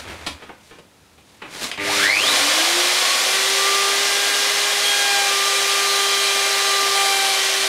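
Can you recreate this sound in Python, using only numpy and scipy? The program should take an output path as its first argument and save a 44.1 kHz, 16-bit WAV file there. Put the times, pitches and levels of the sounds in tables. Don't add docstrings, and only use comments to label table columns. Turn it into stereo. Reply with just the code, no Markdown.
import sys
import numpy as np
from scipy import signal
from scipy.fft import rfft, irfft
from scipy.io import wavfile

SR = 44100
rng = np.random.default_rng(int(sys.argv[2]) if len(sys.argv) > 2 else 0)


def dump(signal):
    limited = np.clip(np.atleast_2d(signal).T, -1, 1)
    pcm = np.round(limited * 32767).astype(np.int16)
    wavfile.write(sys.argv[1], SR, pcm)


N = 338688
TIME, HZ = np.arange(N) / SR, np.fft.rfftfreq(N, 1 / SR)
SWITCH_ON_S, MAINS_PULSE_HZ = 1.776, 100


def amp(db):
    return 10 ** (np.asarray(db) / 20)


def unit(x):
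    return x / np.sqrt(np.mean(x ** 2) + 1e-20)


def curve(points, hz=HZ):
    f, value = np.transpose(points)
    return np.interp(np.log(hz + 1), np.log(f + 1), value)


def bells(resonances, at=HZ):
    return sum(db / (1 + (2 * (at - hz) / width) ** 2) for hz, width, db in resonances)


def band(low_hz, high_hz):
    return 1 / np.sqrt((1 + (low_hz / (HZ + 1)) ** 12) * (1 + (HZ / high_hz) ** 12))


def noise(gain):
    return unit(irfft(rfft(rng.standard_normal(N)) * gain, N))


def drift(rate_hz):
    return noise(1 / (1 + (HZ / rate_hz) ** 2))


def held(start, end, attack_s, release_s):
    attack = 1 - np.exp(-np.maximum(TIME - start, 0) / attack_s)
    return attack * np.exp(-np.maximum(TIME - end, 0) / release_s)


# f/Hz, t60/s
ROOM_DECAY = [(100, 0.31), (400, 0.25), (1500, 0.26), (4000, 0.22), (10000, 0.2)]
def workshop(dry, wet_db):
    taps = rng.standard_normal(SR // 2) * (np.arange(SR // 2) > .003 * SR)
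    hz, t, spectra = signal.stft(taps, SR, nperseg=256)
    tail = signal.istft(spectra * amp(-60 * t / curve(ROOM_DECAY, hz)[:, None]), SR, nperseg=256)[1]
    wet = signal.fftconvolve(dry, tail / np.linalg.norm(tail))[:N]
    return (dry + amp(wet_db) * wet) / np.hypot(1, amp(wet_db))


# f/Hz, level/dB
ROOM_EQ = [(15, -40), (40, -40), (100, -2), (180, -0.5), (350, -3.5), (800, -8.5), (2000, -13), (5000, -18),
           (10000, -22), (16000, -30)]
def room_tone(mains):
    return amp(-53.5) * noise(amp(curve(ROOM_EQ)) * band(74, 20000)) + amp(-69.5) * mains


def extractor(start_s=2.2, wind_up_s=1.08, top_hz=637, level_db=-46):
    share = np.tanh(np.maximum(TIME - start_s, 0) / wind_up_s)
    phase = 2 * np.pi * np.cumsum(top_hz * share) / SR + 0.68 * drift(15)
    return np.sqrt(2) * share * amp(level_db + 3.1 * drift(12)) * np.cos(phase)


# f/Hz, level/dB
SCRAPE_EQ = [(25, -35), (60, -27), (160, -2), (320, -2.5), (600, -2.5), (1200, -4.5), (2400, -3.5),
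             (2900, -10.5), (3500, -9), (4200, -16), (7000, -40)]
HISS_EQ = [(1500, -8.5), (3800, -1), (6500, -6), (10000, -10.5), (12000, -17), (16000, -26)]
# centre t/s, half length/s, then relative level/dB of scrape, hiss and rumble
SHOVES = [(.005, 0.041, -38.5, -43, -56), (0.099, 0.067, -35, -47.5, -40.5), (0.208, 0.12, -40.5, -50, -46),
          (0.314, .05, -52, -50, -44), (.45, 0.15, -47, -60, -60), (0.676, 0.07, -60, -55.5, -60),
          (.75, .06, -52, -62, -66), (1.08, 0.32, -72, -66, -61), (1.334, 0.11, -59, -59.5, -70),
          (1.47, 0.058, -43, -58, -66), (1.562, 0.052, -37, -40, -66), (1.645, 0.049, -31.5, -31, -65),
          (1.72, 0.057, -38, -47, -63)]
def slides(grain_db=1.5):
    power = sum(np.outer(amp(dbs), np.exp(-((TIME - s) / half) ** 2)) ** 2 for s, half, *dbs in SHOVES)
    rub, hiss, rumble = np.sqrt(power)
    grip = unit(amp(grain_db * drift(150)))
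    scrape = rub * noise(amp(curve(SCRAPE_EQ))) + amp(4) * hiss * noise(amp(curve(HISS_EQ)))
    judder = noise(band(45, 400) / (1 + ((HZ - 78) / 14) ** 2))
    return grip * scrape + rumble * judder


# f/Hz, level/dB
KNOCK_EQ = [(30, -8), (75, -13.5), (130, -8.5), (290, 0.5), (800, 2.5), (1800, 0.5), (3000, 3), (4600, -4),
            (6000, -12), (10400, -14.5), (11500, -27), (16000, -33)]
# f/Hz, nominal ring/s, boost/dB
BODY_MODES = [(76, .3, -1), (150, .2, 9.5), (296, 0.17, 1), (574, 0.13, 3), (616, 0.17, 0),
              (2520, 0.018, 1.5), (3250, 0.01, -0.5), (3800, .025, 2), (4550, .02, -2)]
# t/s, relative level/dB, bass/dB, treble/dB, contact/s, ring f/Hz
HITS = [(0.264, -23, -11, 3, 0.0013, 4400), (0.2676, -23, 6.5, 6.5, 0.003, 280),
        (.418, -40, 9, -7, 0.0076, 1400), (0.4908, -34.5, 5, -30, 0.0051, 835),
        (.708, -41.5, 8, -11, 0.0067, 1500), (0.785, -47, 15, 5, 0.0038, 503),
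        (1.178, -54, 12, 5, 0.0052, 250), (1.418, -28.5, 1, -15, 0.0046, 1100),
        (1.441, -38.5, 7, -23, .008, 2700), (1.714, -21.5, -20, 1, 0.0015, 2980),
        (1.719, -38, -6, 2, 0.0055, 3000), (1.775, -29, 1, -2, 0.0032, 2200)]
def knocks(bass_hz=600, treble_hz=3400, ring_db=6, ring_width=0.12):
    blows = np.zeros(N)
    t, hz = np.arange(4096) / SR, np.fft.rfftfreq(4096, 1 / SR)
    for s, db, bass_db, treble_db, contact_s, ring_hz in HITS:
        shelves = bass_db / (1 + (hz / bass_hz) ** 2) + treble_db / (1 + (treble_hz / (hz + 1)) ** 4)
        ring = ring_db / (1 + ((hz / ring_hz - 1) / ring_width) ** 2)
        pressure = t / contact_s * np.exp(1 - t / contact_s)
        rattle = irfft(rfft(rng.standard_normal(len(t))) * amp(shelves + ring))
        blows[round(s * SR):][:len(t)] += amp(db) * pressure * rattle
    body_db = curve(KNOCK_EQ) + bells([(f, 6 / ring_s, db) for f, ring_s, db in BODY_MODES])
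    log_gain = np.log(unit(amp(body_db)))
    phase = -signal.hilbert(np.r_[log_gain, log_gain[-2:0:-1]]).imag[:len(HZ)]
    ringing = irfft(rfft(blows) * np.exp(log_gain + 1j * phase), N)
    return amp(2.5) * workshop(ringing, wet_db=-1.0)


# t/s, speed/(turns/s)
SHAFT_SPEED = [(1.775, 2), (2.05, 110), (2.19, 165), (2.3, 240), (2.4, 279), (2.7, 344), (2.82, 356),
               (3.1, 372), (3.35, 386.5), (3.7, 395.3), (4.3, 403.7), (4.9, 407.6), (5.33, 397),
               (5.8, 398.4), (7, 395.8), (7.4, 388), (7.68, 391)]
# start t/s, end t/s, level/dB, attack/s, release/s
INRUSH = [(1.778, 2.045, 0, 0.014, 0.05), (2.146, 2.35, -6, 0.058, 0.05)]
def motor(running_db=-30):
    speed = np.interp(TIME, *np.transpose(SHAFT_SPEED))
    angle = 2 * np.pi * np.cumsum(speed * (1 + 0.00029 * drift(9.8))) / SR
    surges = sum(amp(db) * held(start, end, attack, release) for start, end, db, attack, release in INRUSH)
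    return speed, angle, amp(running_db) + surges


# multiple of the mains pulse, relative level/dB
BUZZ_PARTIALS = [(2, -19.5), (3, -0.5), (4, 1.5), (5, -7), (6, -3), (9, -7), (12, -1)]
def motor_buzz(current, mains, buzz_db=-30, hum_db=-44, fade_db_per_s=15.5):
    buzz = unit(sum(amp(db) * np.cos(2 * np.pi * (round(k) * MAINS_PULSE_HZ * TIME + rng.random()))
                    for k, db in BUZZ_PARTIALS))
    brushes = amp(3) * noise(1 / (1 + ((HZ - 2150) / 450) ** 2)) * (1 + 0.35 * mains)
    shudder = amp(-12.5) * noise(band(84, 400))
    hum = amp(hum_db - fade_db_per_s * np.maximum(TIME - SWITCH_ON_S, 0)) * mains
    return amp(buzz_db) * current * (buzz + brushes + shudder) + hum


# f/Hz, level/dB
SIREN_RIDE = [(300, -49), (800, -28.5), (1400, -32.5), (1620, -22), (1900, -16.5), (2130, -18),
              (2500, -21.5), (3800, -21.5), (4460, -37), (6200, -76)]
# speed/(turns/s), share of rasp
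SIREN_GRIT = [(140, .33), (180, 0)]
def fan_siren(speed, angle, mains, blades=16, throb=0.41, smear_rad=0.72, unevenness=0.46):
    blade_phase = blades * angle + smear_rad * drift(125)
    rasp = np.cos(2 * blade_phase - .7 * drift(130)) + amp(-3) * np.cos(14 * angle + 1.5 * drift(130))
    siren = np.sqrt(2) * (np.cos(blade_phase) + np.interp(speed, *np.transpose(SIREN_GRIT)) * rasp)
    siren *= 1 + unevenness * np.cos(angle + drift(40))
    siren *= amp(curve(SIREN_RIDE, blades * speed))
    return workshop(siren, wet_db=-5.0) * (1 + throb * mains)


# start t/s, end t/s, drone level/dB, swell/s, squeal level/dB, squeal fade/(dB/s)
PASSES = [(4.84, 5.288, 3, 0.32, 1, 11), (5.432, 6.954, -10, 0.44, -3, 1), (6.94, 7.326, -0.5, .04, 1, 0),
          (7.334, 7.68, -20, 0.035, -3, 4)]
def cutting(bite_s=0.014, release_s=0.035):
    drone = squeal = 0
    for start, end, drone_db, swell_s, squeal_db, fade in PASSES:
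        elapsed = np.clip(TIME - start, 0, end - start)
        drone += amp(drone_db) * held(start, end, swell_s, release_s)
        squeal += amp(squeal_db - fade * elapsed) * held(start, end, bite_s, release_s)
    return drone, squeal


# shaft multiple, relative level/dB
WHINE_PARTIALS = [(1, -47), (2, -45), (3, -45), (4, -44), (5, -37.5), (6, -42), (7, -40), (8, -50),
                  (9, -42), (10, -54), (11, -50), (14, -50), (15, -48), (16, -41.5), (17, -50)]
DRONE_PARTIALS = [(2, -32), (4, -38.5), (6, -33)]
SQUEAL_PARTIALS = [(6, -34.5), (8, -31.5), (10, -38), (12, -41), (18, -52), (20, -42), (22, -43), (24, -42),
                   (26, -48), (28, -52), (30, -54), (32, -50)]
# speed/(turns/s), level/dB
WHINE_RIDE = [(280, -6), (395, 0.5)]
# f/Hz, width/Hz, boost/dB
STANDING_WAVE_EQ = [(289, 20, 12), (322, 20, 12), (353, 16, 17), (374, 18, -9), (394.3, 31, 16),
                    (804, 53, 6), (1119, 24, 13.5), (1187.2, 29.6, 18.5), (1544, 14, 7), (1617, 42, 14),
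                    (3260, 40, 3), (3968, 50, 9), (4130, 40, 12.5)]
def shaft(speed, angle, start_s=2.11, fade_in_s=0.21, sway_db=0.89, odd_damping=0.35):
    drone, squeal = cutting()
    growth = amp(np.interp(speed, *np.transpose(WHINE_RIDE)))
    levels = {round(k): amp(db) * (growth if round(k) > 2 else 1) for k, db in WHINE_PARTIALS}
    for partials, load in ((DRONE_PARTIALS, drone), (SQUEAL_PARTIALS, squeal)):
        for k, db in partials:
            levels[round(k)] = np.hypot(levels.get(round(k), 0), amp(db) * load)
    whine = np.zeros(N)
    for k, level in levels.items():
        swell_db = bells(STANDING_WAVE_EQ, k * speed) + sway_db * np.sqrt(min(k, 20)) * drift(3.5)
        scatter = min(0.024 * k, .25) * drift(22)
        phase = k * angle + scatter + rng.uniform(0, 2 * np.pi)
        damping = 1 + odd_damping * (k % 2) * drone
        whine += level * amp(swell_db) / damping * np.cos(phase)
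    return np.sqrt(2) * np.clip((TIME - start_s) / fade_in_s, 0, 1) * whine


# f/Hz, level/dB
AIR_EQ = [(70, -74), (150, -33), (230, -16), (330, -13), (520, -8.5), (900, -2.5), (2100, -0.7),
          (4100, -0.5), (6000, -2), (8000, -6.5), (10000, -8), (11200, -13), (13500, -16.5), (15500, -26)]
# f/Hz, width/Hz, boost/dB
HOUSING_MODES = [(292, 64, 6.5), (360, 14, 5.5), (466.4, 9.4, 10), (529, 48, 10), (631, 80, 8.5),
                 (726, 9.2, 8), (798, 20, 7.5), (1018, 14, 4.5), (1090, 40, 6), (1174, 14, 10),
                 (1768, 25, 3), (2060, 200, 3.5), (2390, 41, 7.5), (3054, 230, 2.5), (3384, 170, 4.5),
                 (3750, 22, 6.5), (4030, 71, 4), (4270, 19, 7), (5050, 56, 2.5), (5500, 39, 4),
                 (5570, 26, -4), (7160, 130, 1.5), (8680, 200, 3), (10960, 120, -3)]
# low f/Hz, high f/Hz, settled level/dB, overshoot/dB, settling/s,
# rise/(dB per tenfold speed), brush rasp level/dB at full current
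AIR_BANDS = [(20, 1410, -31.5, 6, 1.06, 21.5, -33), (1354, 4730, -22.5, 3, 1.6, 41, -21),
             (4390, 20000, -24.7, 2.5, 2.7, 27, -24.5)]
def air_rush(speed, angle, current, mains, full_flow_speed=268, settle_from_s=2.35, flutter=0.034):
    colour = amp(curve(AIR_EQ) + bells(HOUSING_MODES))
    flow_decades = np.log10(np.minimum(speed / full_flow_speed, 1))
    rasp = current * np.minimum(speed / 80, 1)
    elapsed = np.maximum(TIME - settle_from_s, 0)
    rush = np.zeros(N)
    for low_hz, high_hz, db, overshoot_db, settle_s, rise_db, rasp_db in AIR_BANDS:
        fan = amp(db + rise_db * flow_decades + overshoot_db * np.exp(-elapsed / settle_s))
        rush += np.hypot(fan, amp(rasp_db) * rasp) * noise(colour * band(low_hz, high_hz))
    pulsing = (1 + flutter * np.cos(angle)) * (1 + 0.023 * mains)
    return workshop(rush * pulsing, wet_db=-13.5)


def scene():
    speed, angle, current = motor()
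    mains = np.cos(2 * np.pi * MAINS_PULSE_HZ * TIME)
    switched_on = np.clip((TIME - SWITCH_ON_S) / 0.0085, 0, 1)
    router = air_rush(speed, angle, current, mains) + shaft(speed, angle)
    router += motor_buzz(current, mains) + fan_siren(speed, angle, mains)
    mix = room_tone(mains) + switched_on * (extractor() + router) + knocks() + slides()
    return np.tile(mix, (2, 1))


def record(dry, cutoff_hz=15750):
    low_pass = signal.firwin(511, cutoff_hz, window=("kaiser", 9), fs=SR)
    return signal.oaconvolve(dry, low_pass[None], "same")


dry = scene()
out = record(dry)
dump(out)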